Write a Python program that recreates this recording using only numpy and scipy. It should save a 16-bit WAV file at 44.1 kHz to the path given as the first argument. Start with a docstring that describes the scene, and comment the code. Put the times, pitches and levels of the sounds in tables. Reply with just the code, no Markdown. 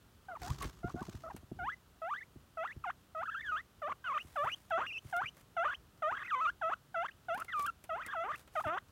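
"""Two pet rats on a sheet of cardboard in a small room; one protests in a long run of squeaks.
A quiet rumble and tiny fidgets run throughout; a soft peep comes first, then scuffing feet.
The squeaks begin: most start as a low clear whine, crack into a rasp and slide up thin and high.
Claws tick and paws thump between them, some calls waver on in a whistle, and later fur brushes past.
Calls are pulses ringing in a throat, paw blows ring damped modes, the rest is shaped noise."""
import sys
import numpy as np
from scipy import signal
from scipy.fft import rfft, irfft, next_fast_len
from scipy.io import wavfile
from scipy.ndimage import uniform_filter1d

SR = 44100
rng = np.random.default_rng(int(sys.argv[2]) if len(sys.argv) > 2 else 0)


def inscribe(sig):
    """Save sig as 16-bit PCM at rate SR to the path in sys.argv[1].

    A 1-D sig is mono; a 2-D sig holds one channel per row.
    Samples are clipped to [-1, 1] before scaling.
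    """
    pcm = np.round(np.clip(np.atleast_2d(sig).T, -1, 1) * 32767)
    wavfile.write(sys.argv[1], SR, pcm.astype(np.int16))


N = 392931
TIME = np.arange(N) / SR
CUTOFF_HZ = 15900   # top of the sound


def from_db(db):
    """Decibels to gain."""
    return 10 ** (np.asarray(db) / 20)


def rms_one(x):
    """Scale to unit power."""
    return x / np.sqrt(np.mean(x ** 2) + 1e-20)


def soften(x, seconds):
    """Round off corners with two running means."""
    size = max(int(seconds * SR), 1)
    return uniform_filter1d(uniform_filter1d(x, size), size)


def coloured(x, spectrum):
    """Causal (minimum-phase) filter that follows a list of (Hz, dB)."""
    size = 2 * next_fast_len(N // 2 + SR // 10)
    hz, db = np.transpose(spectrum)
    bins = np.maximum(np.arange(size // 2 + 1) * SR / size, 1)
    gain = from_db(np.interp(np.log(bins), np.log(hz), db))
    # fold the cepstrum onto positive time, so that nothing rings before its cause
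    cepstrum = irfft(np.log(gain))
    cepstrum[1:size // 2] *= 2
    cepstrum[size // 2 + 1:] = 0
    return irfft(np.exp(rfft(cepstrum)) * rfft(x, size))[:N]


def noise(spectrum):
    """Noise of a given colour, rms 1."""
    return rms_one(coloured(rng.standard_normal(N), spectrum))


def wobble(hz):
    """Random motion, mostly slower than hz, rms 1."""
    lowpass = signal.butter(2, hz, fs=SR, output="sos")
    return rms_one(signal.sosfilt(lowpass, rng.standard_normal(N)))


def impulses(times, levels_db):
    """A single click at each time."""
    hits = np.zeros(N)
    hits[(times * SR).astype(int)] = from_db(levels_db)
    return hits + 1e-18   # the tiny offset keeps the decaying filters fast


def bursts(times, levels_db, fade_s):
    """Envelope that jumps at each time and dies away exponentially."""
    return signal.lfilter([1], [1, -np.exp(-1 / (fade_s * SR))], impulses(times, levels_db))


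def strike(times, levels_db, modes, contact_s, spread_db=2):
    """Soft blows set each mode ringing with a strength of its own."""
    out = np.zeros(N)
    for k, (hz, db, t60) in enumerate(modes):
        strengths_db = levels_db + db + spread_db * rng.standard_normal(len(times))
        decay = from_db(-60 / (t60 * SR))
        angle = 2 * np.pi * hz / SR
        resonator = [0, np.sin(angle)], [1, -2 * decay * np.cos(angle), decay * decay]
        out += (-1) ** k * signal.lfilter(*resonator, impulses(times, strengths_db))
    return soften(out, contact_s)


def glide(t, s, y):
    """Smooth curve through the points (s, y) that never overshoots them."""
    slope = np.diff(y) / np.diff(s)
    a, b = slope[:-1], slope[1:]
    # flat at each turning point, elsewhere the harmonic mean of the slopes on both sides
    inner = np.where(a * b > 0, 2 * a * b / (a + b + 1e-9), 0)
    tangent = np.r_[slope[0], inner, slope[-1]]
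    i = np.clip(np.searchsorted(s, t) - 1, 0, len(slope) - 1)
    u = (t - s[i]) / np.diff(s)[i]
    bend = (1 - u) * (tangent[i] - slope[i]) - u * (tangent[i + 1] - slope[i])
    return y[i] + (t - s[i]) * (slope[i] + (1 - u) * bend)


def samples(start, length):
    """The samples of an event, and the time since it began."""
    span = np.arange(int(start * SR), min(int((start + length) * SR), N))
    return span, (span - span[0]) / SR


def progress(t, start, length):
    """Goes from 0 to 1 over a stretch of time."""
    return np.clip((t - start) / max(length, 1e-4), 0, 1)


def swell(start, length):
    """Envelope of a stroke: it rises and falls as half a sine."""
    return np.sin(np.pi * progress(TIME, start, length))


# Colour of the room's background. Each row: frequency in Hz, relative density in dB per Hz.
ROOM_AIR = [(20, -13), (55, 2.5), (130, -2), (300, -10.5), (500, -14), (900, -17), (1300, -14.5),
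            (2200, -24.5), (3000, -21.5), (5000, -27), (10400, -30)]


def room_air(level_db=-64):
    """Steady noise, heaviest in the bass: the quiet rumble of the room with a little hiss."""
    return from_db(level_db) * noise(ROOM_AIR)


# Colour of scraped cardboard. Each row: frequency in Hz, relative density in dB per Hz.
SCRAPE = [(300, -28), (600, 2.5), (1200, 6), (2200, -3), (6500, -2.5), (10000, -14), (16000, -15)]
# Colour of the shaken sheet. Each row: frequency in Hz, relative density in dB per Hz.
RUMBLE = [(20, -40.5), (55, 8.5), (90, 1), (200, -8.5), (380, -10.5), (900, -55)]


def fidgets(count=45, level_db=-72, range_db=7, thud_db=4):
    """Small shifts of weight give faint scratches and thuds all along."""
    s = rng.uniform(0, TIME[-1], count)
    db = level_db + range_db * rng.random(count)
    scratch = soften(bursts(s, db, fade_s=0.0063), .002) * noise(SCRAPE)
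    thud = soften(bursts(s, db + thud_db, fade_s=0.051), 0.007) * noise(RUMBLE)
    return scratch + thud


# Short soft peeps. Each row: start in seconds, length in seconds, first, middle and last pitch in Hz,
# level in dB, rasp from 0 to 1.
PEEPS = [(0.285, 0.061, 773, 718.6, 652, -47, 0.14), (.352, 0.022, 1298, 1081, 883, -47, 0.3),
         (0.611, .034, 1150, 1102, 1287, -45, 0.54), (1.237, 0.056, 670, 641, 672, -48, 0.2),
         (1.3, 0.022, 1030, 852, 772, -48.5, 0.23), (5.736, .019, 1924, 2729, 3310, -46, 0.3),
         (7.083, 0.015, 2249, 1800, 1553, -47, 0.21), (7.109, .015, 2350, 2780, 3120, -63.5, 0.01)]


def peep(start, length, first_hz, middle_hz, last_hz, db, roughness):
    """One small arc of pitch at an even level."""
    span, t = samples(start, length)
    hz = glide(t / length, np.array([0, .5, 1]), np.array([first_hz, middle_hz, last_hz]))
    return span, hz, from_db(db), 0, roughness


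CRACK_TOP_HZ = 2520   # above this pitch the voice is a clean whistle again


def voice_controls(edge_s=.0025):
    """Pitch, loudness, pulse alternation and rasp at every sample; one voice makes all the calls."""
    pitch, loudness, doubling, rasp = np.zeros((4, N))
    calls = [squeak(*row) for row in SQUEAKS]
    calls += [wavering_stretch(*row) for row in WAVERING]
    calls += [peep(*row) for row in PEEPS]
    for span, *controls in calls:
        pitch[span], loudness[span], doubling[span], rasp[span] = controls
    # bridge the silences so that the pitch never jumps to zero
    pitch = np.interp(TIME, TIME[pitch > 0], pitch[pitch > 0])
    can_crack = pitch < CRACK_TOP_HZ
    return [soften(control, edge_s) for control in (pitch, loudness, doubling * can_crack, rasp * can_crack)]


# Resonance of throat and mouth. Each row: frequency in Hz, gain in dB.
THROAT = [(280, 3), (450, -1), (660, 0), (900, -2), (1220, 5), (1450, -0.5), (1720, -8.5), (2080, -11),
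          (2300, -17.5), (2600, -14.5), (3560, -23.5), (4100, -47), (5000, -50), (6000, -39.5),
          (7400, -48.5), (10000, -55)]
# Brightness of the voice over time. Each row: time in seconds, gain of its upper overtones in dB.
BRIGHTNESS = [(4.4, -2), (5.2, -5.5), (6.05, -3), (7, -4.5), (8.2, -2)]


def fold_pulses(phase, pitch, loudness, firm_db=-38, dulling=0.066, flicker_db=3.5):
    """One pulse a cycle; pushed gently, the folds close softly and the overtones fade."""
    hz, db = np.transpose(THROAT)
    # effort is the loudness without the help of the throat
    effort_db = 20 * np.log10(loudness + 1e-6) - np.interp(pitch, hz, db)
    softness = dulling * np.maximum(firm_db - effort_db, 0)
    brightness_db = np.interp(TIME, *np.transpose(BRIGHTNESS))
    pulses = np.cos(phase)
    for k in range(2, 15):
        overtone_db = brightness_db * (k > 2) + flicker_db * wobble(30)
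        weight = np.exp(-softness * (k - 1)) * from_db(overtone_db)
        pulses = pulses + weight * np.cos(k * phase) * (k * pitch < CUTOFF_HZ)
    return pulses


# Hiss of air forced through the mouth. Each row: frequency in Hz, relative density in dB per Hz.
MOUTH_HISS = [(1500, 0.5), (3100, 16), (4200, -34), (5000, -34), (5800, 8.5), (7400, 1), (8300, -12.5),
              (15000, -19)]
TRIPLE_HZ = 1456   # above this pitch a cracked voice groups its pulses in threes instead of pairs


def rat_voice(rasp_shimmer=0.7, rasp_air=0.2, clear_air=0.0023, flutter_db=4, sputter_db=4,
              crack_swing_db=3, hiss_db=-34, strain_hz=1400, level_db=1.43):
    """Vocal-fold pulses ring in the throat; in a crack they bunch, sputter and lose their timing."""
    pitch, loudness, doubling, rasp = voice_controls()
    strain = pitch / strain_hz   # tight folds are less steady and leak more air
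    jitter = .008 * wobble(70) + (.008 * strain + .13 * rasp) * wobble(280)
    pitch = pitch * (1 + jitter)
    phase = 2 * np.pi * np.cumsum(pitch) / SR

    # every second or third pulse differs in strength and timing
    in_threes = soften((pitch > TRIPLE_HZ).astype(float), .002)
    grouping = (1 - in_threes) * np.cos(phase / 2) + in_threes * np.cos(phase / 3)
    alternation = doubling * from_db(crack_swing_db * wobble(36)) * grouping
    phase = phase + .7 * alternation
    pulses = fold_pulses(phase, pitch, loudness)
    strength = 1 + alternation + rasp_shimmer * rasp * wobble(540)

    # air hisses through the folds while they are open
    opening = 1 + np.cos(phase)
    air = (clear_air + rasp_air * rasp) * opening * rng.standard_normal(N)
    voice = coloured(pulses * strength + air, THROAT)

    # even out the level, then let the rasp flutter and sputter
    voice = voice / np.sqrt(soften(voice ** 2, 0.0076) + 1e-12)
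    voice = voice * from_db(rasp * (flutter_db * wobble(270) + sputter_db * wobble(80)))
    hiss = from_db(hiss_db) * strain * (1 + 2 * rasp) * opening * noise(MOUTH_HISS)
    return from_db(level_db) * loudness * (voice + hiss)


# Feet scuffing the cardboard. Each row: start in seconds, length in seconds, scrape level in dB,
# rumble level in dB.
SCUFFS = [(0.378, 0.21, -50.5, -46.5), (0.566, 0.15, -50.5, -44.5), (0.67, 0.18, -68, -57),
          (0.831, 0.11, -61, -53), (0.893, 0.38, -61, -55), (1.211, 0.25, -71, -58),
          (1.515, 0.2, -81, -50.5)]


def scuffle(grain_db=5):
    """Sliding feet scrape in grains and shake the sheet."""
    scrape = sum(from_db(db) * swell(start, length) for start, length, db, _ in SCUFFS)
    rumble = sum(from_db(db) * swell(start, length) for start, length, _, db in SCUFFS)
    grainy = rms_one(noise(SCRAPE) * from_db(grain_db * wobble(83)))
    return scrape * grainy + rumble * noise(RUMBLE)


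# Squeaks. Each row: start, fall, climb and slide in seconds, onset, lowest and end pitch in Hz,
# lateness of the climb as an exponent, waver in octaves, effort in the whine, at the break and at the
# end in dB, time until the crack in seconds, long-short pulse alternation from 0 to 1, rasp from 0 to 1.
SQUEAKS = [ (.417, 0.029, 0.069, 0.0043, 780.3, 708, 1220, 1.83, 0, -46, -47.5, -53, .055, 0.03, 0.32),
           (0.832, 0.014, 0.054, 0.014, 700, 695.6, 1153, 16.6, 0, -43, -49.5, -61, 0.048, 0.12, 0.67),
           (0.962, .02, 0.038, 0.024, 725, 714, 850, 12, 0, -45.5, -48, -50, 0.0075, 0.12, .2),
           (1.59, 0.029, 0.068, 0.017, 780, 704, 1710, 1.7, 0.033, -39.5, -39, -36, .2, 0.05, 0.01),
           (2.018, 0.0088, 0.088, 0.044, 679, 645, 1746, 3.03, 0.3, -39, -41, -38.5, 0.13, 0.1, 0.34),
           (2.572, 0.021, 0.059, 0.024, 690, 640.4, 1800, 7.8, 0.2, -38, -39.5, -45, 0.061, 0.08, 0.14),
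           (2.84, 0.049, .014, 0.013, 1405, 703, 2050, 2.64, 0.0097, -37.5, -39, -33, 0.12, 0.17, 0),
           (3.149, 0.018, 0.066, 0.019, 696, 630, 1408, 6.1, 0, -39.5, -40, -47, 0.084, 0.06, 0.41),
           (3.819, 0.029, 0.054, 0.032, 695, 582, 1498, 3.45, 0.29, -38.5, -42, -40.5, 0.061, 0.16, 0.32),
           (4.358, 0.036, 0.082, 0.028, 842, 570, 1600, 3.46, 0, -34.5, -37, -40, 0.085, 0.33, 0.14),
           (4.707, 0.027, 0.08, 0.052, 878, 655, 1797, 5.1, 0.0083, -31.5, -39, -41, 0.07, 0.28, 0.29),
           (5.127, 0.024, 0.07, .038, 855, 691, 2450, 6.1, 0.13, -32.5, -37.5, -37, 0.085, 0.17, 0.22),
           (5.567, 0.024, 0.063, 0.092, 751, 663, 1948, 4.7, 0.19, -31.5, -36.5, -38, 0.077, 0.33, 0.1),
           (6.022, 0.027, 0.08, 0.035, 713, 606.7, 1676, 3.03, 0.031, -32.5, -40.5, -41.5, 0.09, 0.12, 0.28),
           (6.614, .032, .075, .024, 900, 636, 1444, 5.9, 0.0033, -33.5, -40, -33.5, 0.083, 0.2, 0.23),
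           (6.944, 0.033, 0.074, 0.021, 801, 663, 1907, 5.5, 0.019, -34, -40.5, -32, 0.1, 0.24, 0.22),
           (7.285, 0.031, 0.075, 0.041, 755, 660, 1416, 2.06, 0, -34, -50, -40.5, 0.094, 0.29, 0.41),
           (7.893, 0.027, 0.078, 0.038, 741, 632, 2203, 2.46, 0.11, -36.5, -47.5, -35, 0.067, 0.3, 0.17),
           (8.13, 0.047, 0.12, 0.068, 1653, 652, 2795, 5.5, 0.38, -37.5, -42, -35.5, 0.11, 0.33, 0.17),
           (8.554, 0.031, .025, 0.013, 826, 615, 1360, 3.06, 0.0052, -33, -39.5, -49, 0.078, 0.1, 0.07),
           (8.639, 0.047, 0.09, 0.014, 956, 603, 2102, 14.2, 0.018, -36, -39.5, -24, 0.029, 0.4, 0.08)]
# How loudly the mouth carries each pitch of a squeak. Each row: pitch in Hz, gain in dB.
CARRY = [(600, 1.5), (690, 0), (900, -2.5), (1200, 4.5), (1420, 0), (1720, -5), (2000, -7.5), (2300, -11),
         (2850, -13), (3400, -5)]
BREAK_HZ = 1188   # the voice breaks here, on the mouth's main resonance
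FALL_EXPONENT, CREEP_SHARE, SLIDE_EXPONENT = 2.7, .11, .75   # drop eases out, whine creeps up, slide flattens
CRACK_JUMP = .9   # a deep crack makes the pitch jump part of the way to the break
WAVER_S = 0.032   # one waver of the slide
SWELL_DB, SWELL_S, RELEASE_S = 4.5, 0.051, 0.0079   # softer start that swells, quick fade at the end


def squeak(start, fall_s, climb_s, slide_s, onset_hz, low_hz, end_hz, lateness, waver,
           whine_db, break_db, end_db, clear_s, depth, roughness):
    """Fall, climb and slide; the level follows the effort and how well the mouth carries the pitch."""
    break_s = fall_s + climb_s
    span, t = samples(start, break_s + slide_s)
    fall = progress(t, 0, fall_s)
    climb = progress(t, fall_s, climb_s)
    slide = progress(t, break_s, slide_s)
    cracked = t > clear_s

    hz = low_hz * (onset_hz / low_hz) ** ((1 - fall) ** FALL_EXPONENT)
    risen = CREEP_SHARE * climb + (1 - CREEP_SHARE) * climb ** lateness
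    jump = CRACK_JUMP * depth * cracked * climb * (1 - risen)
    hz *= (BREAK_HZ / low_hz) ** (risen + jump)
    hz *= (end_hz / BREAK_HZ) ** (slide ** SLIDE_EXPONENT)
    hz *= 2 ** (-waver * np.sin(np.pi * slide * slide_s / WAVER_S) ** 2)

    effort_db = whine_db + (break_db - whine_db) * climb ** 2 + (end_db - break_db) * slide
    effort_db = effort_db - SWELL_DB * np.exp(-t / SWELL_S)
    carry_db = np.interp(hz, *np.transpose(CARRY))
    gain = from_db(effort_db + carry_db) * progress(t[-1] - t, 0, RELEASE_S)
    return span, hz, gain, depth * cracked, roughness * cracked


# Claw ticks. Each row: time in seconds, snap level in dB, crunch against the snap in dB.
TICKS = [(0.418, -51.5, 6), (0.626, -42, 3), (0.644, -57, 14.5), (1.364, -50, 1), (4.7008, -58.5, 4),
         (5.1643, -45, -3.5), (5.3688, -58, 1), (7.3454, -52, 3), (7.3761, -53, 7), (7.4008, -46.5, -19),
         (7.4456, -51.5, -2), (7.5942, -47, 4.5), (7.6234, -46.5, -12), (7.664, -39.5, -13.5),
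         (7.84, -49.5, -3), (8.0635, -43.5, -4), (8.476, -63.5, 8)]
# Bright colour of the claw. Each row: frequency in Hz, relative density in dB per Hz.
TICK_COLOUR = [(2000, -29), (4500, -5), (7500, 1), (10000, 3), (16000, -4.5)]
# Duller colour of the board under it. Each row: frequency in Hz, relative density in dB per Hz.
TICK_BODY = [(200, -9.5), (900, -13), (2500, -16), (4500, -25.5), (9000, -43)]


def ticks(splinter_db=-16, grain_db=6):
    """A claw gives a bright snap, a few finer crackles and a duller crunch of the board under it."""
    s, db, crunch_db = np.transpose(TICKS)
    grains = rms_one(from_db(grain_db * wobble(250)))
    crackle = soften(bursts(s, db + splinter_db, fade_s=0.013), 0.015) * grains
    snap = soften(bursts(s, db, fade_s=0.0029), 0.00034)
    crunch = soften(bursts(s, db + crunch_db, fade_s=0.0094), 0.0018)
    return (snap + crackle) * noise(TICK_COLOUR) + crunch * noise(TICK_BODY)


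# Paws landing on the cardboard. Each row: time in seconds, thud level in dB,
# hollow knock against the thud in dB.
STEPS = [(0.5, -27, -20), (0.648, -41, 4.5), (0.844, -33.5, 3.5), (0.943, -38, 9), (0.955, -42, 5),
         (1.014, -44, 10.5), (1.085, -46, 9.5), (1.144, -38, -5), (1.344, -49.5, 10.5), (1.429, -47.5, 0),
         (1.516, -42.5, 8.5), (2.358, -46.5, -2), (2.762, -40, -8), (4.245, -50, -3), (4.434, -48.5, -22),
         (5.048, -40.5, -9), (5.232, -45.5, -12), (8.654, -39, -8)]
# Deep modes of the cardboard floor. Each row: frequency in Hz, level in dB, 60 dB decay in seconds.
THUD_MODES = [(69, 2, 0.089), (102.2, 3, 0.1), (139, 2, 0.17)]
# Hollow modes of the cardboard floor. Each row: frequency in Hz, level in dB, 60 dB decay in seconds.
KNOCK_MODES = [(195.3, 1.5, 0.033), (247, 0.5, 0.04), (347, 1, 0.026), (500, -3.5, 0.011),
               (660, -6.5, 0.024)]


def steps(knock_db=1):
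    """Paws press a dull thud and a hollow knock out of the cardboard."""
    s, db, hollow_db = np.transpose(STEPS)
    thud = strike(s, db, THUD_MODES, contact_s=0.0036)
    knock = strike(s, db + hollow_db + knock_db, KNOCK_MODES, contact_s=0.00061)
    return thud + knock


# Wavering stretches of the calls: thin tails of squeaks and parts of longer whistles.
# Each row: pulse alternation from 0 to 1, rasp from 0 to 1,
# and a curve of points: time in seconds, pitch in Hz, level in dB.
WAVERING = [ (0.028, 0.045, [(1.7, 1710, -36), (1.712, 1634, -49), (1.728, 2050, -46), (1.742, 2020, -49),
            (1.75, 2010, -83)]), (0, 0.013, [(2.16, 1574, -38), (2.172, 1860, -49.5), (2.188, 2050, -46),
            (2.2, 2240, -60), (2.214, 1730, -50), (2.228, 2025, -49.5), (2.24, 2370, -65)]),
            (0.017, 0.09, [(2.675, 1776, -38), (2.681, 1944, -48.5), (2.695, 1687, -49.5),
            (2.715, 1970, -48.5), (2.735, 2880, -65)]), (0.014, 0.019, [(3.255, 1414, -42),
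            (3.267, 1704, -46), (3.283, 1290, -41), (3.297, 1344, -38), (3.309, 1796, -54),
            (3.321, 1582, -44.5), (3.335, 1747, -47.5), (3.351, 1321, -39), (3.369, 1586, -44),
            (3.381, 1557, -41.5), (3.393, 1854, -49), (3.4, 1832, -41)]), (0.01, 0.02, [(3.4, 1770, -63),
            (3.41, 1788, -43), (3.422, 2253, -54.5), (3.44, 1837, -48), (3.483, 1590, -41.5),
            (3.496, 1450, -37), (3.508, 1464, -41)]), (.1, .09, [(3.508, 1450, -44), (3.516, 1400, -42),
            (3.522, 1246, -36), (3.558, 1270, -37), (3.572, 1574, -39.5), (3.612, 2052, -51.5)]),
            (.19, .12, [(4.042, 1570, -45.5), (4.068, 1485, -40), (4.107, 1122, -37), (4.125, 1049, -38),
            (4.14, 1277, -39.5), (4.172, 1168, -33.5), (4.196, 2480, -49.5), (4.216, 2920, -48),
            (4.228, 2974, -63)]), (0.092, 0.0545, [(4.49, 1546, -39), (4.503, 2410, -45.5),
            (4.513, 2450, -49), (4.522, 2840, -42), (4.539, 2966, -40.5), (4.548, 3250, -44)]),
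            (0.0067, 0.017, [(4.865, 2450, -34), (4.873, 2853, -46), (4.901, 2676, -46),
            (4.913, 2370, -44.5), (4.931, 2897, -47), (4.955, 2600, -44.5), (4.977, 2630, -41),
            (4.985, 2940, -47), (4.992, 3060, -51)]), (0.021, 0.017, [(5.258, 2353, -38),
            (5.266, 2360, -42), (5.276, 2900, -48), (5.29, 2985, -45), (5.298, 2960, -73)]),
            (.2, .22, [(6.16, 1702, -50), (6.174, 1639, -42.5), (6.188, 2175, -48.5), (6.198, 1687, -47.5),
            (6.208, 1865, -47), (6.228, 1638, -42.5), (6.24, 2566, -52.5), (6.254, 2088, -48),
            (6.268, 2598, -49), (6.28, 2098, -52)]), (0.011, 0.08, [(6.28, 1910, -46), (6.294, 2010, -46.5),
            (6.318, 1293, -36), (6.352, 1098, -31)]), (.14, .05, [(6.352, 1020, -38.5),
            (6.396, 1003, -37.5), (6.418, 1302, -33.5), (6.444, 1308, -34.5), (6.464, 1171, -30),
            (6.476, 1402, -35.5), (6.49, 1380, -33), (6.505, 1705, -42)]), (.16, .12, [(7.482, 2142, -48),
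            (7.507, 1946, -45)]), (0.032, 0.027, [(7.507, 1918, -55), (7.515, 1940, -49),
            (7.547, 1247, -37), (7.591, 1170, -36), (7.633, 1143, -39), (7.655, 1204, -37),
            (7.669, 1650, -42), (7.687, 1333, -36.5), (7.702, 1350, -37)]),
            (.13, .17, [(8.035, 2456, -38.5), (8.041, 2466, -58), (8.051, 1917, -50), (8.073, 2140, -52),
            (8.087, 1705, -47), (8.103, 1620, -45.5), (8.119, 1865, -47.5), (8.135, 1470, -38)])]


def wavering_stretch(depth, roughness, curve):
    """Part of a call whose pitch and level glide through the points of a curve."""
    s, hz, db = np.transpose(curve)
    span, t = samples(s[0], s[-1] - s[0])
    return span, glide(s[0] + t, s, hz), from_db(glide(s[0] + t, s, db)), depth, roughness


# Fur brushing past. Each row: start in seconds, length in seconds, level in dB.
BRUSHES = [(4.076, 0.66, -64), (5.007, 0.17, -61.5), (5.333, 0.11, -66), (7.354, 0.095, -61.5),
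           (7.546, 0.13, -57), (8.329, 0.12, -60.5), (8.513, 0.2, -60)]
# Colour of the fur. Each row: frequency in Hz, relative density in dB per Hz.
FUR = [(1500, 11), (4000, 3.5), (6500, 3), (10000, 3.5), (16000, -1.5)]


def brushes(grain_db=3.5):
    """Moving fur makes a soft high hiss that swells and fades."""
    level = sum(from_db(db) * swell(start, length) for start, length, db in BRUSHES)
    return level * rms_one(noise(FUR) * from_db(grain_db * wobble(120)))


def room(x, t60=0.15, wet_db=-26):
    """Faint diffuse reflections of a furnished room: a decaying noise tail after a 4 ms gap."""
    t = TIME[:SR // 2]
    tail = rng.standard_normal(len(t)) * from_db(-60 * t / t60) * (t > .004)
    reflections = signal.fftconvolve(x, tail / np.linalg.norm(tail))[:N]
    return x + from_db(wet_db) * reflections


def scene():
    """The animals close by, the room's rumble and hiss behind them."""
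    animals = fidgets() + rat_voice() + scuffle() + ticks() + steps() + brushes()
    return (room(animals) + room_air())[None]


def record(dry, low_cut_hz=47):
    """A small microphone loses the deep bass; the top is cut steeply."""
    bass_cut = signal.butter(2, low_cut_hz, "high", fs=SR, output="sos")
    top_cut = signal.ellip(12, .1, 80, CUTOFF_HZ, fs=SR, output="sos")
    return signal.sosfilt(top_cut, signal.sosfilt(bass_cut, dry))


dry = scene()
out = record(dry)
inscribe(out)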